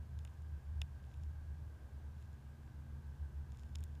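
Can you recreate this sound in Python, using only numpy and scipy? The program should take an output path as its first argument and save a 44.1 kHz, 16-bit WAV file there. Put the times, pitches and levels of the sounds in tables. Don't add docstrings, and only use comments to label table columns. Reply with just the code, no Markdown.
import sys
import numpy as np
from scipy import signal
from scipy.fft import rfft, irfft, next_fast_len
from scipy.io import wavfile
from scipy.ndimage import map_coordinates

SR = 44100
rng = np.random.default_rng(int(sys.argv[2]) if len(sys.argv) > 2 else 0)


def to_wav(s):
    ch = np.atleast_2d(s).T
    pcm = np.round(np.clip(ch, -1, 1) * 32767)
    wavfile.write(sys.argv[1], SR, pcm.astype(np.int16))


N = 176400


def amp(db):
    return 10 ** (np.asarray(db) / 20)


def unit_rms(x):
    return x / np.sqrt(np.mean(x ** 2) + 1e-20)


def curves(rows):
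    times, *columns = np.transpose(rows)
    return [np.interp(np.arange(N) / SR, times, column) for column in columns]


def wobble(knots_per_s):
    return map_coordinates(rng.standard_normal(400), [np.arange(N) * knots_per_s / SR], mode="wrap")


def filtered(x, response):
    size = next_fast_len(N + 8192)
    return irfft(rfft(x, size) * response(np.fft.rfftfreq(size, 1 / SR)), size)[:N]


def noise(spectrum):
    hz, db = np.transpose(spectrum)
    white = rng.standard_normal(N)
    return unit_rms(filtered(white, lambda f: amp(np.interp(np.log(f + 1), np.log(hz), db))))


def add(track, start_s, sound):
    part = track[max(round(start_s * SR), 0):][:len(sound)]
    part += sound[:len(part)]


# f/Hz, relative level/dB
HISS_SPECTRUM = [(60, -8), (250, 4.5), (350, 3), (500, -2), (900, 1), (1150, -3), (1400, -6), (1800, -7.5),
                 (2100, -11), (3000, -13.5), (4500, -17), (7000, -19), (9000, -21.5), (15000, -24)]
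# f/Hz, relative level/dB
WASH_SPECTRUM = [(120, -11.5), (220, -0.5), (320, -0.5), (450, 0), (650, -6.5), (1200, -37)]
# t/s, level/dB
WASH_ENVELOPE = [(0, -78.5), (.7, -78.5), (1.4, -79.5), (1.85, -70.5), (2.2, -78.5), (2.7, -79.5),
                 (3.2, -74.5), (4, -76)]
# centre f/Hz, half width/Hz, level/dB
WHIR_BANDS = [(1543, 35, -81.5), (1621, 47, -81)]


def night_air(hiss_db=-69.5):
    wash_db, = curves(WASH_ENVELOPE)
    out = amp(hiss_db) * noise(HISS_SPECTRUM) + amp(wash_db) * noise(WASH_SPECTRUM)
    for centre, width, db in WHIR_BANDS:
        band = filtered(rng.standard_normal(N), lambda f: 1 / (1 + ((f - centre) / width / 2) ** 2) ** 2)
        out += amp(db) * unit_rms(band)
    return out


# t/s, f/Hz, fundamental level/dB, octave level/dB
HUM_COURSE = [(0, 68.3, -66, -64.5), (1, 67, -53, -65.5), (1.65, 66.38, -62.5, -71.5),
              (1.9, 66, -55, -65.5), (2.6, 69, -62, -66), (2.9, 67.81, -54, -59), (3.4, 67.29, -49.5, -61),
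              (3.7, 68, -55.5, -63.5), (4, 71.8, -58, -63)]


def wavering_hum(wander_hz=0.71):
    hz, fundamental_db, octave_db = curves(HUM_COURSE)
    phase = 2 * np.pi * np.cumsum(hz + wander_hz * wobble(7)) / SR
    return np.sqrt(2) * (amp(fundamental_db) * np.sin(phase) + amp(octave_db) * np.sin(2 * phase))


# t/s, level/dB
DRONE_ENVELOPE = [(0, -43.5), (.08, -52.5), (.18, -44.5), (.3, -55), (.54, -42.5), (.63, -59.5), (.7, -44),
                  (.8, -40.5), (.92, -54), (1.08, -57.5), (1.22, -45), (1.42, -50), (1.52, -45.5),
                  (1.68, -48), (1.8, -59), (2.15, -49), (2.55, -60.5), (2.8, -55), (2.97, -47.5),
                  (3.12, -58.5), (3.22, -43.5), (3.31, -54), (3.44, -44.5), (3.54, -59), (3.72, -49),
                  (3.82, -42.5), (3.92, -52), (4, -57.5)]
# t/s, third's level/dB, fourth's level/dB
HARMONIC_ENVELOPES = [(0, -85, -90), (1.2, -78.5, -86.5), (2.3, -72.5, -83), (2.75, -68.5, -72.5),
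                      (3.15, -75, -85), (4, -69, -79)]
# f/Hz, relative level/dB
RUMBLE_SPECTRUM = [(10, -21.5), (28, -1), (50, -5.5), (72, 5.5), (90, 0.5), (125, 5), (160, -7),
                   (205, -11.5), (270, -25), (500, -48), (1500, -102)]


def far_engine(drone_hz=75.34, wander_hz=.5, flutter_db=0.38, harmonic_flutter_db=2.2):
    level_db, = curves(DRONE_ENVELOPE)
    phase = 2 * np.pi * np.cumsum(drone_hz + wander_hz * wobble(5)) / SR
    drone = amp(level_db - flutter_db * wobble(10)) * np.sin(phase)
    for harmonic, db in enumerate(curves(HARMONIC_ENVELOPES), 3):
        drone += amp(db + harmonic_flutter_db * wobble(4)) * np.sin(harmonic * phase)
    rumble_db = -55.5 + 0.39 * (level_db - level_db.mean())
    return np.sqrt(2) * drone + amp(rumble_db) * noise(RUMBLE_SPECTRUM)


# f/Hz, relative level/dB, T60/s
LEAF_MODES = [(650, -24, .005), (1350, -19, .005), (2120, -15, .005), (2600, -11, .007), (2950, -11, .006),
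              (3570, -8, .005), (4150, -17, .004), (5200, -14, .005), (7000, -10.5, .005),
              (8500, -19, .004), (9800, -17, .004), (11300, -23, .003), (13600, -21, .004)]


def fibre_snap(tilt, favoured_hz, attack_s=.00008, crack_t60_s=.003, crack_top_hz=11500):
    t = np.arange(SR // 40) / SR
    hz, db, t60 = np.transpose(LEAF_MODES)[:, :, None]
    tilt_db = tilt * np.log2(hz / 3240)
    lift_db = 8.5 * np.exp(-(np.log2(hz / favoured_hz) / 0.77) ** 2)
    scatter_db = 1.5 * rng.standard_normal(hz.shape)
    gain = amp(db + tilt_db + lift_db + scatter_db)
    ring_t60 = t60 * 2 ** (-min(tilt, 0) / 10.7)
    polarity = (-1) ** np.arange(len(hz))[:, None]
    modes = polarity * gain * np.exp(-np.log(1000) * t / ring_t60) * np.sin(2 * np.pi * hz * t)
    crack_gain = amp(-7.5 + tilt)
    crack = crack_gain * np.exp(-np.log(1000) * t / crack_t60_s) * rng.standard_normal(len(t))
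    crack = signal.lfilter(*signal.butter(2, crack_top_hz, fs=SR), crack)
    return (modes.sum(0) + crack) * (1 - np.exp(-t / attack_s))


# start t/s, end t/s
CHEWING_SPELLS = [(0.172, 0.39), (0.999, 1.25), (2.15, 2.35), (3.501, 3.98)]


def crackle(snaps_per_s=130, gain_db=-71.5):
    out = np.zeros(N)
    for start, end in CHEWING_SPELLS:
        for _ in range(int((end - start) * snaps_per_s)):
            add(out, rng.uniform(start, end), amp(gain_db) * fibre_snap(rng.normal(), favoured_hz=5550))
    return out


# t/s, relative level/dB, tilt/(dB per octave), f/Hz that the fibre favours
BITE_SNAPS = [(0.1896, -52.5, 3, 4500), (0.2496, -48.5, 2.5, 6600), (0.251, -54, -9, 2360),
              (0.274, -59, -3, 2600), (0.2768, -57.5, 0, 2900), (.4215, -65, 3.5, 7000),
              (.8167, -34, -1.5, 3500), (.8178, -39.5, -7, 2700), (1.0407, -61, -1, 3000),
              (1.067, -66, -1, 7000), (1.1142, -63, -12, 7000), (1.141, -58, 1, 2680),
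              (1.2356, -57, 2, 5160), (2.218, -61.5, -5, 7000), (2.2253, -62, 5, 3000),
              (2.3302, -63, 0, 7000), (2.6771, -68, -8, 2586), (3.5205, -54, -3, 7000),
              (3.5466, -61, -7, 7000), (3.5723, -63, 6, 5200), (3.5891, -60, -4, 7000),
              (3.595, -54, 0, 5200), (3.6342, -56, -3, 5200), (3.7523, -50, -3, 3000),
              (3.7559, -38, -1, 5400), (3.7857, -60, 2, 6900), (3.7902, -59, -2, 3000),
              (3.8064, -64, 8, 7200), (3.827, -62, -4, 3000), (3.8306, -60, -2, 2800),
              (3.8388, -49.5, 6, 7600), (3.9531, -59, -6, 7010)]


def bites():
    out = np.zeros(N)
    for start, db, tilt, favoured_hz in BITE_SNAPS:
        add(out, start, amp(db) * fibre_snap(tilt, favoured_hz))
    return out


def scene():
    return (far_engine() + wavering_hum() + night_air() + bites() + crackle())[None]


def record(dry):
    return filtered(dry[0], lambda f: f < 15300)[None]


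dry = scene()
out = record(dry)
to_wav(out)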